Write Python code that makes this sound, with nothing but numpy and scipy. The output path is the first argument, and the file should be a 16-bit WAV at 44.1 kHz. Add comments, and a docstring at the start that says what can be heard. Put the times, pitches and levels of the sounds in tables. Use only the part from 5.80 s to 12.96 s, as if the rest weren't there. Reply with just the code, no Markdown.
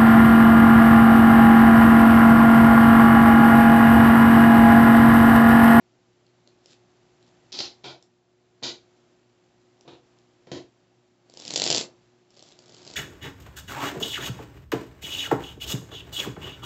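"""A fan's wavering hum and rush of air, then the faint rustle and first snaps of a deck of large cards.
The deck is knocked square on a wooden table, cut in two, riffled and bent into a bridge.
Knocks are clacks of card edges over table thuds; flicks are ringing edge snaps plus slaps on the pile.
Rubbing faces are uneven catches in noise. Short blurred tails follow the sounds; the band is narrow.
"""
import sys
import numpy as np
from scipy import signal
from scipy.fft import rfft, irfft, next_fast_len
from scipy.io import wavfile
from scipy.ndimage import uniform_filter1d

SR = 44100
rng = np.random.default_rng(int(sys.argv[2]) if len(sys.argv) > 2 else 0)


def wrap_up_sound(samples):
    """Save the sound to the file named by the first command line argument, as 16-bit audio."""
    columns = np.atleast_2d(samples).T
    # keep every value between -1 and 1, then stretch to whole-number steps
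    tamed = np.clip(columns, -1, 1)
    steps = np.round(tamed * 32767).astype(np.int16)
    wavfile.write(sys.argv[1], SR, steps)


N = 315664  # samples


def undb(db):
    """Decibels to amplitude gain."""
    return 10 ** (np.asarray(db) / 20)


def curve(table):
    """Columns of a timed table, joined by straight lines, one value per sample."""
    s, *columns = np.transpose(table)
    t = np.arange(N) / SR
    return [np.interp(t, s, column) for column in columns]


def unit(x):
    """Scale to rms 1."""
    return x / np.sqrt(np.mean(x ** 2))


def walk(rate_hz):
    """Slow random drift of rms 1: random steps at rate_hz, smoothed twice."""
    step_len = int(SR / rate_hz)
    steps = np.repeat(rng.standard_normal(N // step_len + 1), step_len)
    smooth = uniform_filter1d(uniform_filter1d(steps, step_len), step_len)
    return unit(smooth[:N])


def colour(x, points, extra_db=lambda hz: 0):
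    """Minimum-phase filter through (Hz, dB) points, plus an optional dB function of frequency."""
    size = next_fast_len(len(x), real=True) * 2
    hz = np.maximum(np.fft.rfftfreq(size, 1 / SR), 1)
    point_hz, point_db = np.transpose(points)
    gain_db = np.interp(np.log(hz), np.log(point_hz), point_db) + extra_db(hz)
    # folding the cepstrum makes the filter causal
    cepstrum = irfft(np.log(undb(gain_db)))
    cepstrum[1:size // 2] *= 2
    cepstrum[size // 2 + 1:] = 0
    response = np.exp(rfft(cepstrum))
    return irfft(rfft(x, size) * response)[:len(x)]


def contact(ms, points, extra_db=lambda hz: 0, first=0, size=2048):
    """A first touch and a dying chatter of tiny ones; energy of one millisecond at rms 1."""
    t_ms = np.arange(size) * 1000 / SR
    chatter = rng.standard_normal(size) * np.exp(-(t_ms / (1.29 * ms)) ** 2)
    chatter[0] += first * np.linalg.norm(chatter)
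    # so many touches favour no pitch: flatten the spectrum, let the filter give the colour
    flat = irfft(np.exp(1j * np.angle(rfft(chatter))))
    burst = colour(flat * np.exp(-(t_ms / (2.5 * ms)) ** 2), points, extra_db)
    return burst / np.linalg.norm(burst) * np.sqrt(SR / 1000)


def add(track, s, sound):
    """Mix a sound in at s seconds."""
    i = int(s * SR)
    track[i:i + len(sound)] += sound[:N - i]


# Background level. Each row: time in seconds, level in dB before the gains.
BACKGROUND_LEVEL = [(0, -68), (1.0, -65.5), (1.9, -62.5), (2.4, -71.5), (3.15, -65), (3.5, -67.5),
                    (4.3, -65), (5.4, -69), (5.7, -58.5), (6.2, -65), (6.5, -67.5), (7.15, -56)]
# Spectrum of the moving air. Each row: frequency in Hz, relative level in dB.
AIR_SPECTRUM = [(20, -55), (40, -28.5), (53, -16.5), (90, -20), (118, -12), (160, -11), (205, -15),
                (250, -13), (330, -9), (365, -11.5), (420, -16), (720, -14.5), (1000, -21), (7800, -32)]
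# Fan tones. Each row: mean frequency in Hz, level in dB rms before flutter, level curve and hum_db.
FAN_TONES = [(118.4, -73), (183.0, -81), (242.2, -76.5), (360.7, -68.5)]


def fan(air_gain_db=0.97, hum_db=1.0, waver_hz=1.6, flutter_db=1.8, hum_follow=0.56):
    """Wavering tones over coloured noise; both follow a level curve, which also carries the low swell of the
    hands pushing the cards in riffle and bridge."""
    air_db, = curve(BACKGROUND_LEVEL)
    air = unit(colour(rng.standard_normal(N), AIR_SPECTRUM)) * undb(air_db + air_gain_db)
    hum = np.zeros(N)
    for hz, db in FAN_TONES:
        level_db = db + flutter_db * walk(30)
        phase_turns = np.cumsum(hz + waver_hz * walk(16)) / SR
        hum += undb(level_db) * unit(np.sin(2 * np.pi * phase_turns))
    # the hum follows the level curve by hum_follow dB per dB
    return air + hum * undb(hum_db + hum_follow * (air_db - air_db.mean()))


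def tail_envelope(t, t60_s, hold_s, steep_db_per_s, gap_s=0.0013):
    """Envelope of a blurred tail: quick build-up, short slow fade, then a steep fade; energy 1."""
    decay_db = -60 * t / t60_s - steep_db_per_s * np.maximum(t - hold_s, 0)
    fade = undb(decay_db) * (1 - np.exp(-(t / gap_s) ** 2))
    return fade / np.linalg.norm(fade)


# Low modes ringing in the tail. Each row: frequency in Hz, level in dB before modes_db.
RINGING_MODES = [(133, 8.5), (178, -5.5), (283, 10.5), (334, 10.5), (360, 13.5), (405, -11), (482, -3.5),
                 (533, 0), (592, -17), (635, 0.5), (700, -3)]


def blurred_tail(x, t60_s, hold_s, steep_db_per_s, gap_s, bass_db=-4, modes_db=-30, count=4):
    """A bright, short noise tail over a darker one that stays longer, with a few low modes ringing."""
    t = np.arange(SR // 3) / SR
    bright = tail_envelope(t, t60_s, hold_s, steep_db_per_s, gap_s)
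    dark = tail_envelope(t, t60_s=.65, hold_s=.08, steep_db_per_s=128.5)
    # the sound passes at random from one noise pattern to another
    shares = np.array([walk(25) for _ in range(count)])
    shares /= np.linalg.norm(shares, axis=0)
    treble_points = [(300, -26), (1000, -0.5), (5000, -0.5), (7500, -0.5)]
    bass_points = [(700, bass_db), (1200, -4.0), (3000, -20.5)]
    out = np.zeros(N)
    for share in shares:
        treble = colour(rng.standard_normal(len(t)), treble_points)
        bass = colour(rng.standard_normal(len(t)), bass_points)
        out += signal.oaconvolve(x * share, treble * bright + bass * dark)[:N]
    modes = np.zeros(len(t))
    for hz, db in RINGING_MODES:
        modes += undb(db + modes_db) * np.sin(2 * np.pi * (hz * t + rng.random()))
    return out + signal.oaconvolve(x, modes * dark)[:N]


# Deck knocks on table and palm. Each row: start in seconds, grip, edge clack in dB, table thud in dB,
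# landing spread in ms, direct sound in dB relative to what feeds the tail.
DECK_KNOCKS = [(1.72, "loose", -28.5, -47, 2.3, -8.5), (1.726, "loose", -27, -48, 2.4, -2.5),
               (1.736, "loose", -20.5, -32.5, 5.7, -16), (1.784, "loose", -20, -31.5, 5.6, -15),
               (1.789, "loose", -18, -33.5, 2.5, -3), (1.803, "loose", -22, -32.5, 6.4, 1.5),
               (2.0367, "flat", -41, -39, 1.7, -12), (2.041, "flat", -23.5, -33.5, 5.1, -10),
               (2.057, "flat", -28.5, -28.5, 3.3, -7.5), (2.821, "on end", -50, -27.5, 7, -12),
               (2.826, "on end", -27, -27, 6.5, -6), (2.833, "on end", -13, -22.5, 3.8, -12),
               (4.05, "cut", -52, -38, 3.4, -15), (4.077, "cut", -33, -32, 5.8, -7.5),
               (4.670, "half", -45.5, -34.5, 4.3, -6.5), (4.716, "half", -25.5, -19.5, 2.96, -6)]
# Clack spectrum by grip. Each row: frequency in Hz, relative level in dB before the tilt.
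CLACK_SPECTRA = {"loose": [(410, -47), (700, -12.5), (838, -8.5), (944, -17), (1010, -17), (1600, -18),
                 (2920, -10), (3890, -3.5), (4520, -1), (5810, -9.5), (7600, -22), (9880, -44),
                 (16700, -120)], "flat": [(410, -46), (700, 1.5), (855, 1), (1010, -4.5), (1140, -7.5),
                 (1190, -14), (1420, -4), (1920, -17.5), (2340, -1.5), (2920, -11.5), (3030, -3),
                 (3970, -1.5), (4300, -4.5), (4800, -6), (7600, -22.5), (9880, -53), (16700, -120)],
                 "on end": [(410, -33), (700, -1.5), (1110, -18), (1480, -9), (1720, -17), (1980, -8),
                 (2140, -13), (2410, -3.5), (2640, -14), (2830, -6.5), (3890, 0.5), (5050, -3.5),
                 (5580, -10.5), (6610, -10.5), (7600, -19.5), (9880, -31), (16700, -120)],
                 "cut": [(410, -28), (700, 3.5), (1210, -11), (1680, -10), (1920, -25), (2210, -12),
                 (2800, -7), (3070, -11.5), (3780, -4), (4430, -13.5), (7600, -25), (9880, -56),
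                 (16700, -120)], "half": [(530, -39), (900, -16), (1050, -11), (1460, -13), (1730, 2),
                 (1920, -1.5), (2870, -6), (3170, -1), (3460, -4.5), (3890, -1), (7600, -17), (9880, -44),
                 (16700, -120)]}
# Table thud spectrum. Each row: frequency in Hz, relative level in dB.
THUD_SPECTRUM = [(40, -34.5), (85, -6.5), (130, -6), (200, -3.5), (330, -3), (520, -0.5), (750, -11.5),
                 (1200, -21), (2500, -29.5), (6000, -81)]
# cards that land together clack brighter: dB per octave gained per halving of the spread
UNTILTED_SPREAD_MS, TILT_DB_PER_OCTAVE_PER_HALVING = 5.06, 3.0


def knocks():
    """Cards land a little apart, edges clack, table thuds; returns direct sound and tail feed."""
    near, sent = np.zeros(N), np.zeros(N)
    for s, grip, clack_db, thud_db, spread_ms, direct_db in DECK_KNOCKS:
        tilt = TILT_DB_PER_OCTAVE_PER_HALVING * np.log2(UNTILTED_SPREAD_MS / spread_ms)
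        clack = contact(spread_ms, CLACK_SPECTRA[grip],
                        lambda hz: tilt * np.log2(np.maximum(hz, 800) / 4000))
        thud = contact(spread_ms, THUD_SPECTRUM, first=0.47)
        blow = undb(clack_db) * clack + undb(thud_db) * thud
        add(sent, s, blow)
        add(near, s, undb(direct_db) * blow)  # the direct share differs from knock to knock
    return near, sent


# Card faces sliding: two pushes, the riffle, two bends of the bridge.
# Each row: start in seconds, rise in seconds, hold in seconds, peak level in dB.
SLIDE_PUSHES = [(0.756, .165, .014, -54), (1.39, 0.075, .025, -64.5), (5.41, .47, .134, -31.5),
                (6.42, .14, .17, -60), (6.38, .77, 0.032, -49.5)]
# a push grows as a power of time; the sliding dies quickly once the cards are free
PUSH_POWER, RELEASE_DB_PER_S = 2.75, 1100


def sliding():
    """Level of the sliding in dB: each push builds up, holds and lets go."""
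    t = np.arange(N) / SR
    gain = np.zeros(N)
    for start_s, rise_s, hold_s, db in SLIDE_PUSHES:
        rise = np.clip((t - start_s) / rise_s, 0, 1) ** PUSH_POWER
        free_s = np.maximum(t - start_s - rise_s - hold_s, 0)
        gain += undb(db - RELEASE_DB_PER_S * free_s) * rise
    return 20 * np.log10(gain + 1e-6)


# Spectrum of rubbing faces. Each row: frequency in Hz, relative level in dB.
RUB_SPECTRUM = [(50, -19.5), (150, 4), (400, 1.5), (750, -10.5), (1300, -9.5), (2200, -8), (3300, -2.5),
                (4600, -2.5), (6000, -7.5), (7500, -6.5)]
# faster sliding catches more often: rate at the slow level, and the dB that double it
SLOW_CATCHES_PER_S, SLOW_SLIDE_DB, DB_PER_DOUBLING = 330, -60, 21.5
HELD_DB = -10  # faint rustle under the pushes, relative to BACKGROUND_LEVEL


def rubbing(slide_db, scatter_db=0.5):
    """Sliding faces catch and slip in tiny, uneven steps: random clicks over a little noise."""
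    db = np.maximum(slide_db, curve(BACKGROUND_LEVEL)[0] + HELD_DB)
    rate_per_s = SLOW_CATCHES_PER_S * 2 ** ((db - SLOW_SLIDE_DB) / DB_PER_DOUBLING)
    size = undb(scatter_db * np.minimum(rng.exponential(size=N), 4))
    caught = rng.random(N) < rate_per_s / SR
    # dividing by sqrt(rate) keeps the power even
    catches = caught * size * rng.choice([-1, 1], N) / np.sqrt(rate_per_s)
    friction = unit(catches) + .5 * rng.standard_normal(N)
    return unit(colour(friction, RUB_SPECTRUM)) * undb(db)


# lesser edges slip off from the riffle on through the bridge
FIRST_SLIP_S, LAST_SLIP_S = 5.48, 7.15
# snap level at 0 dB of sliding, its growth and its scatter
SLIP_DB, SLIP_GROWTH_DB_PER_DB, SLIP_SCATTER_DB = 14, 1.087, 2.5
EDGE_HZ, EDGE_SPREAD_OCTAVES = 4800, 0.18


def slips(slide_db, count=90):
    """Lesser edges slip off at uneven intervals, as loud as the sliding drives them; rows for flicks()."""
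    gap, size, pitch = rng.standard_normal((count, 3)).T
    steps = np.cumsum(np.exp(.4 * gap))
    s = np.interp(steps / steps[-1], [0, 1], [FIRST_SLIP_S, LAST_SLIP_S])
    drive_db = np.interp(s, np.arange(N) / SR, slide_db)
    snap_db = SLIP_DB + SLIP_GROWTH_DB_PER_DB * drive_db + SLIP_SCATTER_DB * size
    edge_hz = EDGE_HZ * 2 ** (EDGE_SPREAD_OCTAVES * pitch)
    return np.transpose([s, snap_db, edge_hz])


def edge_colour(hz, edge_hz, snap_db, grip, width_octaves=0.68, ring_per_db=0.07, ring_width_hz=650):
    """Colour of one card edge in dB: a broad hump with a ringing top, between weaker bending modes."""
    hump = -10 * np.log10(1 + (np.log2(hz / edge_hz) / width_octaves) ** 2)
    # a light flick is mostly ring, a hard one mostly crack
    ring = -ring_per_db * snap_db * np.exp(-((hz - edge_hz) / ring_width_hz) ** 2)
    # the grip sets how far apart the other modes lie
    modes = 3 * np.cos(2 * np.pi * (hz - edge_hz) / (grip * 2100))
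    return hump + ring + modes


# Clearest snaps of single card edges. Each row: start in seconds, snap level in dB, edge pitch in Hz.
CLEAR_FLICKS = [(0.4657, -57, 4360), (0.6746, -45, 4290), (0.8586, -41.5, 5300), (1.427, -52.5, 3960),
                (2.2254, -44.5, 5490), (4.0098, -45.5, 5570), (4.3864, -54, 5140), (5.4975, -43.5, 4820),
                (5.538, -40, 5570), (5.5725, -31, 4920), (5.5993, -30.5, 5660), (5.6208, -35.5, 4840),
                (5.6515, -28, 4960), (5.6786, -22.5, 5010), (5.7061, -20, 4300), (5.7375, -17, 6400),
                (5.7594, -10, 5060), (5.763, -14.5, 4970), (5.7757, -14.5, 5570), (5.798, -14, 4370),
                (5.8187, -9.5, 4150), (5.8386, -11.5, 5020), (5.856, -18.5, 5180), (5.8639, -15, 4660),
                (5.8755, -12.5, 5300), (5.9019, -8.5, 5150), (5.9063, -14, 5230), (5.9132, -11.5, 4800),
                (5.926, -12, 4520), (5.9468, -10, 4990), (5.9543, -16, 5580), (5.9621, -14.5, 4760),
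                (5.98, -12, 5460), (6.505, -50, 5250), (6.571, -46.5, 4570), (6.593, -41.5, 4140),
                (6.6249, -37.5, 5570), (6.79, -38.5, 4760), (6.8944, -43, 4910), (6.9216, -43, 4800),
                (6.9456, -38, 4950), (7.0661, -36.5, 4860), (7.0759, -33, 4410), (7.101, -35.5, 4430),
                (7.1376, -32.5, 4400)]
# Snap spectrum before the edge colour. Each row: frequency in Hz, relative level in dB.
SNAP_SPECTRUM = [(400, -20), (1300, -17.5), (2100, -8.5), (3100, -2.5), (4400, -2), (6000, -4.5),
                 (7300, -4), (8500, 0.5)]
# Spectrum of a card slapping the pile. Each row: frequency in Hz, relative level in dB.
SLAP_SPECTRUM = [(40, -25), (120, -3), (220, -2), (350, 4.5), (680, 4), (1000, -7.5), (1500, -23),
                 (4000, -32)]
# a harder snap slaps harder: slap level at a 0 dB snap, its growth and its scatter
SLAP_DB, SLAP_GROWTH_DB_PER_DB, SLAP_SCATTER_DB = -15.5, 0.82, 2.5


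def flicks(rows, snap_ms=1.67, slap_ms=2.5):
    """Each released edge rings briefly around its own pitch and slaps the pile below."""
    out = np.zeros(N)
    for s, snap_db, edge_hz in rows:
        grip = rng.uniform(0.52, 1.4)
        scatter_db = SLAP_SCATTER_DB * rng.standard_normal()
        slap_db = SLAP_DB + SLAP_GROWTH_DB_PER_DB * snap_db + scatter_db
        snap = contact(snap_ms, SNAP_SPECTRUM,
                       lambda hz: edge_colour(hz, edge_hz, snap_db, grip), first=0.26)
        slap = contact(slap_ms, SLAP_SPECTRUM, first=.9)
        add(out, s, undb(snap_db) * snap + undb(slap_db) * slap)
    return out


def scene():
    """The fan, knocks, rubbing and flicks, with their blurred tails."""
    background = fan()
    near, sent = knocks()
    knock_tail = undb(-0.34) * blurred_tail(sent, t60_s=1.0, hold_s=0.062, steep_db_per_s=223.5,
                                            gap_s=0.00087)
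    slide_db = sliding()
    cards = rubbing(slide_db) + flicks(CLEAR_FLICKS) + flicks(slips(slide_db))
    # the cards' tail is weaker and shorter
    card_tail = undb(-5.5) * blurred_tail(cards, t60_s=0.27, hold_s=0.036, steep_db_per_s=249.5,
                                          gap_s=0.006, modes_db=-31.5)
    return (near + cards + knock_tail + card_tail + background)[None]


def record(dry):
    """The narrow-band microphone chain cuts steeply above 7.6 kHz."""
    lowpass = signal.cheby1(14, .2, 7600, fs=SR, output="sos")  # order, ripple in dB, edge in Hz
    return signal.sosfilt(lowpass, dry)


dry = scene()
out = record(dry)
wrap_up_sound(out)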